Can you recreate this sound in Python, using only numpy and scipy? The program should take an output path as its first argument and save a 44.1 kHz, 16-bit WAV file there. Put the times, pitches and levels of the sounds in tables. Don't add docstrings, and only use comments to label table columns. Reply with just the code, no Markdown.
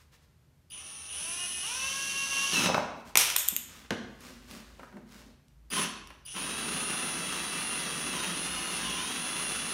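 import sys
import numpy as np
from scipy import signal
from scipy.fft import rfft, irfft, next_fast_len
from scipy.io import wavfile
from scipy.ndimage import uniform_filter1d, map_coordinates

SR = 44100
rng = np.random.default_rng(int(sys.argv[2]) if len(sys.argv) > 2 else 0)


def transcribe(signal):
    frames = np.atleast_2d(signal).T
    limited = np.clip(frames, -1, 1)
    pcm = np.round(limited * 32767).astype(np.int16)
    wavfile.write(sys.argv[1], SR, pcm)


N = 429093

# frequency_hz, t60_s
ROOM_DECAY = [(100, 0.61), (300, 0.81), (1800, 0.79), (5000, 0.64), (9000, 0.49), (14000, 0.3)]
# pitch_hz, level_db, start_s
HUM_TONES = [(53, -60, 2.55), (75, -66.5, -1), (120, -70.5, -1)]

# frequency_hz, level_db
AIR_SPECTRUM = [(15, -61.5), (25, -32.5), (37, -12.5), (75, -3.5), (91, -3.5), (104, -22), (144, -2.5),
                (169, -14), (523, -27.5), (10400, -42.5), (14300, -42), (15500, -57.5)]
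FRICTION_SPECTRUM = [(290, -26), (500, -3.5), (769, -13.5), (1040, -2.5), (1290, -3.5), (4910, -8.5),
                     (5510, -8.5), (15500, -20.5)]
DRONE_SPECTRUM = [(71, -59), (120, -27), (148, -8.5), (252, 2.5), (319, -13.5), (359, -5.5), (394, -12),
                  (900, -17.5), (1170, -52), (1980, -120)]
JUDDER_SPECTRUM = [(70, -15.5), (170, 1.5), (320, -9.5), (550, 2), (1200, -3), (2200, -24), (4500, -47.5),
                   (16000, -36.5)]
KNOCK_SPECTRUM = [(60, -29), (100, -13), (150, -5.5), (250, -3.5), (450, -5.5), (700, -7), (1200, -3),
                  (2200, -3.5), (3500, -6.5), (6000, -10.5), (10000, -11.5), (16000, -22)]
CRACK_SPECTRUM = [(100, -27.5), (500, -19), (1300, -6.5), (1900, -10.5), (2550, 0), (4000, -7.5),
                  (5100, -8.5), (5800, -1), (7000, -13), (10000, -6), (16000, -19.5)]
RASP_SPECTRUM = [(70, -34.5), (160, 3.5), (250, -1), (370, 1.5), (480, -8.5), (900, -7.5), (1200, -2.5),
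                 (2100, -7), (2700, -5.5), (4200, -10.5), (4900, -14.5), (6500, -10), (7500, -18),
                 (16000, -25)]
RATTLE_SPECTRUM = [(100, -19.5), (300, -20), (700, -18.5), (2100, -15), (2950, -3), (3700, -8.5),
                   (4900, -12.5), (5950, 1), (7000, -14), (9300, -12), (10600, -20.5), (12200, -20),
                   (14500, -30.5), (16000, -33)]
GEAR_CASE_SPECTRUM = [(500, -22), (1300, -11), (2100, -4), (2400, -3), (2780, 5), (3500, 1), (4400, -2),
                      (5200, -1), (6400, -4), (7500, -14), (10000, -26)]
HOUSING_SPECTRUM = [(100, -14.5), (600, -10.5), (1100, -3), (2100, -9), (2850, 7.5), (3500, -14),
                    (4800, -23.5), (5900, -2), (8000, -24.5), (14000, -17)]
# frequency_hz, bandwidth_hz, level_db
WALL_MODES = [(163, 60, 9), (178, 14, 0), (252.4, 13, 6.5), (365, 52, 4), (1046, 33, -9), (1188, 23, -2.5),
              (2630, 150, 1.5)]
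CUP_MODES = [(3170, 1100, -10.5), (6660, 610, -3), (7700, 1200, -3.5), (9500, 1000, -6.5),
             (11000, 1600, -11.5), (13200, 480, 2), (14500, 1800, -17.5)]

# start_s, length_s, level_db
BRUSHES = [(-0.02, 0.077, -64), (0.112, 0.072, -61.5), (0.21, 0.06, -70)]
JERKS = [(2.645, 0.11, -23.5), (2.738, 0.058, -23)]
SQUEALS = [(5.745, 0.09, -25), (6.35, 0.08, -36.5), (8.1, 0.18, -37.5), (8.78, 0.36, -33)]
# start_s, length_s, drone_db, hiss_db
PUSHES = [(2.94, 0.11, -53.5, -64.5), (3.04, 0.1, -60, -56), (3.64, 0.28, -59, -54.5),
          (3.92, 1.3, -63, -62.5), (4.19, 0.18, -55, -55), (4.46, 0.19, -52, -54.5), (4.78, 0.1, -53, -76),
          (4.925, 0.097, -46, -83.5), (5.06, 0.24, -56.5, -57), (5.24, 0.12, -57.5, -69)]
# start_s, level_db, t60_s, contact_cutoff_hz
KNOCKS = [(2.659, -20, 0.027, 4000), (2.7448, -15.5, 0.014, 2880), (3.1555, -16, 0.018, 3020),
          (3.173, -32.5, 0.043, 1510), (3.52, -44, 0.14, 254), (3.848, -50, 0.052, 4000),
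          (3.9065, -20.5, 0.016, 4000), (3.909, -26.5, .11, 318), (3.92, -42, 0.15, 4000),
          (3.932, -37, 0.05, 493), (3.995, -53, 0.04, 700), (6.104, -42.5, 0.038, 2500)]
# start_s, level_db, t60_s
FOOT_CATCHES = [(4.794, -43.5, 0.07), (4.831, -42.5, 0.06), (4.926, -49, 0.03), (4.969, -43, 0.027)]
LID_SNAPS = [(3.1555, -10, 0.0065), (3.1725, -4.5, 0.0079), (3.183, -24, 0.47), (3.21, -21, 0.066),
             (3.301, -21, 0.015), (3.322, -30, 0.015), (3.362, -17.5, 0.014), (4.207, -45, 0.008),
             (4.512, -37, 0.0058), (5.483, -56, 0.0076), (6.073, -41, 0.0088), (6.104, -45, 0.0047),
             (6.143, -59, 0.0049)]
STEEL_CLICKS = [(3.173, -12.5, 0.033), (3.3642, -7, 0.0037), (3.38, -27.5, 0.27), (3.4805, -24, 0.0095),
                (3.486, -6.5, 0.0046), (3.5645, -8, 0.0016), (3.5925, -42, .008)]
# harmonic_number, level_db
SQUEAL_PARTIALS = [(1, -0.5), (2, -21), (3, -3), (4, -19)]

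# start_s, end_s, start_buzz_db, whine_db, motor_tones_db, rattle_db
TRIGGER_PULLS = [(0.701, 2.665, -55, -38, -49.5, -45), (5.702, 5.84, -45, -34.5, -54.5, -37.5),
                 (6.252, 9.8, -51.5, -37, -47, -37)]
# start_s, speed_hz, lag_s
SPEED_STEPS = [(0.698, 159.4, 0.031), (1.094, 362, 0.09), (1.627, 550.8, 0.083), (2.524, 460, 0.02),
               (5.707, 316, 0.019), (6.253, 94.3, 0.025), (6.359, 228.8, 0.018), (6.52, 254.6, 0.25)]
# centre_s, half_length_s, speed_lost_hz
BINDS = [(7.331, 0.26, 20.3), (7.552, 0.053, 7.5), (7.899, 0.15, 21.6), (8.231, 0.13, 35),
         (8.916, 0.13, 57), (9.124, 0.11, 17.9), (9.322, 0.082, 12.7), (9.587, 0.14, 14.6)]
# start_s, end_s, rasp_db, rattle_change_db, mesh_change_db
BITES = [(2.321, 2.526, -48, 3, -0.5), (2.524, 2.679, -36.5, 6, 5), (5.716, 5.859, -36.5, -7, -2),
         (6.352, 9.8, -41, -11.5, 1)]
# offset_in_speed_multiples, level_db
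SIDEBANDS = [(-5, -13), (-4, -16), (-2, -15), (-1, 1.5), (0, -27), (1, 2), (2, -19), (4, -30.5), (7, -20)]
# harmonic_number, level_db
MESH_PARTIALS = [(1, -12), (2, -2), (3, -3), (4, -5), (5, -4), (6, -3.5), (7, -8), (8, -11)]
# speed_multiple, level_db
MAGNETIC_ORDERS = [(1, -15), (2, -5.5), (3, -6.5), (4, -9), (5, -7), (7, -7), (8, -9), (11, -20.5),
                   (14, -20), (17, -9.5), (20, -12)]

CUTTING_HZ, FULL_SPEED_HZ = 250, 700
BRAKE_S, BITE_RAMP_S = 0.04, 0.031


def amp(db):
    return 10 ** (np.asarray(db) / 20)


def unit(x):
    return x / np.sqrt(np.mean(x ** 2) + 1e-20)


def along(points, hz):
    frequencies, values = np.transpose(points)
    return np.interp(np.log(hz + 1), np.log(frequencies), values)


def wobble(rate):
    knots = rng.standard_normal(int(N * rate / SR) + 4)
    coarse = np.arange(0, N + 32, 32)
    return np.interp(np.arange(N), coarse, map_coordinates(knots, [coarse * rate / SR]))


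def held(start, end, ramp_s):
    t = np.arange(N) / SR
    return np.clip(.5 + np.minimum(t - start, end - t) / ramp_s, 0, 1)


def strokes(table, column=2):
    skew, softness = 0.8, 1.6
    out = np.zeros(N)
    for row in table:
        progress = (np.arange(N) / SR - row[0]) / row[1]
        inside = (progress > 0) & (progress < 1)
        out[inside] += amp(row[column]) * np.abs(np.sin(np.pi * progress[inside] ** skew)) ** softness
    return out


def filtered(x, response):
    size = next_fast_len(len(x) + SR // 4)
    return irfft(rfft(x, size) * response(np.fft.rfftfreq(size, 1 / SR)), size)[:len(x)]


def coloured(x, spectrum):
    size = 4096
    cepstrum = irfft(np.log(amp(along(spectrum, np.fft.rfftfreq(size, 1 / SR)))))
    cepstrum[1:size // 2] *= 2
    cepstrum[size // 2 + 1:] = 0
    impulse_response = irfft(np.exp(rfft(cepstrum)))
    return signal.fftconvolve(x, impulse_response)[:len(x)]


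def resonate(x, modes):
    return filtered(x, lambda f: sum(
        (-1) ** k * amp(db) * 1j * f * width / (hz * hz - f * f + 1j * f * width)
        for k, (hz, width, db) in enumerate(modes)))


def grains(rate, spread_db):
    impulses = (rng.random(N) < rate / SR) * rng.standard_normal(N)
    return unit(impulses * amp(spread_db * rng.standard_normal(N)))


def blows(table, body):
    out, t = np.zeros(N + SR), np.arange(SR // 4) / SR
    for start, db, t60, *contact in table:
        decay = amp(-60 * t / max(t60, .002))
        ring = body(decay * rng.standard_normal(len(t)), *contact)
        out[round(start * SR):][:len(t)] += amp(db) * ring * np.linalg.norm(decay) / np.linalg.norm(ring)
    return out[:N]


def background():
    t = np.arange(N) / SR
    hum = np.zeros(N)
    for hz, db, start in HUM_TONES:
        envelope = amp(db + 4.7 * wobble(7)) * held(start, N / SR + 1, .1)
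        hum += envelope * np.sin(2 * np.pi * hz * t + 1.1 * wobble(12))
    return hum + amp(-63.5) * unit(coloured(rng.standard_normal(N), AIR_SPECTRUM))


def room(x):
    hz, t, noise = signal.stft(rng.standard_normal(SR), SR, nperseg=256)
    decay = amp(-60 * t / along(ROOM_DECAY, hz)[:, None])
    tail = signal.istft(noise * decay, SR, nperseg=256)[1]
    tail *= 1 - np.exp(-np.arange(len(tail)) / SR / 0.0029)
    return signal.fftconvolve(x, tail / np.linalg.norm(tail))[:N]


def sleeve():
    return strokes(BRUSHES) * unit(coloured(rng.standard_normal(N), FRICTION_SPECTRUM))


def knock_response(x, cutoff_hz):
    return filtered(coloured(x, KNOCK_SPECTRUM), lambda hz: 1 / (1 + 1j * hz / cutoff_hz) ** 2)


def box():
    judder = amp(-5) * strokes(JERKS) * unit(coloured(grains(900, spread_db=7.5), JUDDER_SPECTRUM))
    knocks = blows(KNOCKS, knock_response)
    drone = amp(-1.5) * strokes(PUSHES) * unit(coloured(grains(1200, spread_db=0), DRONE_SPECTRUM))
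    friction = unit(coloured(grains(12000, spread_db=5), FRICTION_SPECTRUM))
    hiss = amp(0.5) * strokes(PUSHES, column=3) * friction
    foot_modes = [(724, 410, 4), (1360, 390, 4.5), (2160, 550, -3.5)]
    catches = blows(FOOT_CATCHES, lambda x: resonate(x, foot_modes))
    return judder + knocks + drone + hiss + catches


def lid_snaps():
    return blows(LID_SNAPS, lambda x: coloured(x, CRACK_SPECTRUM))


def steel_clicks():
    return blows(STEEL_CLICKS, lambda x: resonate(x, CUP_MODES))


def lid_squeal():
    pitch_hz = 1035 * (1 + 0.035 * wobble(160))
    phase = 2 * np.pi * np.cumsum(pitch_hz) / SR
    tone = sum(amp(db + 1.4 * wobble(60)) * np.sin(k * phase) for k, db in SQUEAL_PARTIALS)
    return amp(-8) * strokes(SQUEALS) * tone


def free_speed():
    stops = [(end, 0, BRAKE_S) for _, end, *_ in TRIGGER_PULLS]
    speed = np.zeros(N)
    for start, hz, lag in sorted([tuple(step) for step in SPEED_STEPS] + stops):
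        first = round(start * SR)
        if first < N:
            speed[first:] = hz + (speed[first] - hz) * np.exp(-np.arange(N - first) / SR / lag)
    return speed


def bind_drag():
    t = np.arange(N) / SR
    return sum(hz * np.exp(-((t - centre) / half) ** 2) for centre, half, hz in BINDS)


def with_speed(speed, octave_db):
    return amp(octave_db * np.log2(speed / CUTTING_HZ + 1e-9))


def bite_db(column):
    return sum(bite[column] * held(bite[0], bite[1], BITE_RAMP_S) for bite in BITES)


def trigger_gain(column):
    return sum(amp(pull[column]) * held(pull[0], pull[1] + BRAKE_S, .01) for pull in TRIGGER_PULLS)


def rattle_gain(speed, drag):
    load = amp(bite_db(column=3) + 0.1593 * drag)
    return trigger_gain(column=5) * load * with_speed(speed, octave_db=5)


def cut_gain(speed, drag):
    skim = amp(-59.5) * with_speed(speed, octave_db=5)
    bite = sum(amp(db) * held(start, end, BITE_RAMP_S) for start, end, db, *_ in BITES)
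    return np.maximum(skim, bite) * amp(0.46 * wobble(9) - 0.0118 * drag)


def saw(angle, cut, drag):
    chips = grains(3500, spread_db=-1) * amp(1.5 * wobble(70) + 0.76 * np.sin(angle / 8))
    rasp = unit(coloured(chips, RASP_SPECTRUM))
    bass = filtered(rasp, lambda hz: 1 / (1 + (hz / 500) ** 4))
    walls = unit(resonate(chips, WALL_MODES))
    t = np.arange(N) / SR
    cutting_s = sum((t - start) * held(start, end, BITE_RAMP_S) for start, end, *_ in BITES)
    rumble_gain = amp(1.5 - 0.88 * cutting_s + 0.0572 * drag + 1.8 * wobble(8))
    return cut * (amp(1.5) * (rasp - bass) + rumble_gain * (bass + amp(-10.5) * walls))


def controller_whine(angle, speed, drag):
    switching_hz = 9731
    carrier = 2 * np.pi * switching_hz * np.arange(N) / SR
    sidebands = sum(amp(db) * np.sin(carrier + k * angle) for k, db in SIDEBANDS)
    powered = sum(amp(db) * held(on + 0.0055, off, 0.0124) for on, off, _, db, *_ in TRIGGER_PULLS)
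    ripple = 0.28 + 0.65 * np.sin(np.pi * speed / FULL_SPEED_HZ) ** 2
    starting = sum(amp(db) * held(on, on + 0.017, 0.0024) for on, _, db, *_ in TRIGGER_PULLS)
    buzz = np.sin(carrier / 2) + np.sin(carrier) + 0.74 * np.sin(1.5 * carrier)
    return amp(-3 - 0.03 * drag) * powered * ripple * sidebands + starting * buzz


def gear_rattle(angle, speed, rattle):
    teeth = grains(1500 + 14 * speed, spread_db=0) * (1 + 0.12 * np.sin(angle / 4))
    acceleration = uniform_filter1d(np.gradient(speed) * SR, size=600)
    strain = np.clip(acceleration / 1000, 0, 1) * np.clip(speed / 70, 0, 1) / (1 + (speed / 380) ** 4)
    clatter = unit(coloured(teeth, RATTLE_SPECTRUM))
    housing_ring = unit(resonate(resonate(teeth, [(2980, 480, 0)]), [(3060, 1400, 0)]))
    return amp(-3) * rattle * clatter + amp(-50.5) * strain * housing_ring


def gear_mesh(angle, drag, rattle, cut):
    backlash = .14 * wobble(80)
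    phase = 2.815 * angle + backlash
    tones = sum(amp(db + 2 * wobble(45)) * np.sin(k * phase) for k, db in MESH_PARTIALS)
    load = np.sqrt(rattle * cut) * amp(-2.73 + bite_db(column=4) + 0.0087 * drag)
    return load * coloured(tones, GEAR_CASE_SPECTRUM)


def motor(angle, speed, cut):
    forces = sum(amp(db + wobble(25)) * np.sin(k * angle + rng.uniform(0, 2 * np.pi))
                 for k, db in MAGNETIC_ORDERS)
    damping = 1 + cut / amp(-13.5)
    flutter = amp(4 * np.clip(cut / amp(-47.5), 0, 1) * wobble(45))
    saw_angle = angle / 100
    swell = amp(0.5 * np.sin(2 * saw_angle))
    gain = amp(1.5) * trigger_gain(column=4) * with_speed(speed, octave_db=11.5) * swell
    return gain * coloured(forces * flutter / damping, HOUSING_SPECTRUM)


def scene():
    drag = bind_drag()
    speed = np.abs(free_speed() - drag)
    rattle, cut = rattle_gain(speed, drag), cut_gain(speed, drag)
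    jitter = 0.00299 * wobble(30) + 0.3 * cut * wobble(90)
    angle = 2 * np.pi * np.cumsum(speed * (1 + jitter)) / SR
    drill = motor(angle, speed, cut) + gear_mesh(angle, drag, rattle, cut)
    drill += gear_rattle(angle, speed, rattle)
    work = drill + saw(angle, cut, drag) + lid_squeal() + box() + lid_snaps() + sleeve()
    whine, steel = controller_whine(angle, speed, drag), steel_clicks()
    reverberation = room(amp(-4.5) * work + amp(-8.5) * whine + amp(-5.5) * steel)
    mono = work + whine + steel + reverberation + background()
    return np.array([mono, mono])


def record(dry):
    ceiling, low_hz, top_hz = .66, 32, 15800
    clipped = dry / (1 + (dry / ceiling) ** 6) ** (1 / 6)
    band = lambda hz: hz ** 3 / (hz ** 3 + low_hz ** 3) / (1 + (hz / top_hz) ** 200)
    return np.array([filtered(x, band) for x in clipped])


dry = scene()
out = record(dry)
transcribe(out)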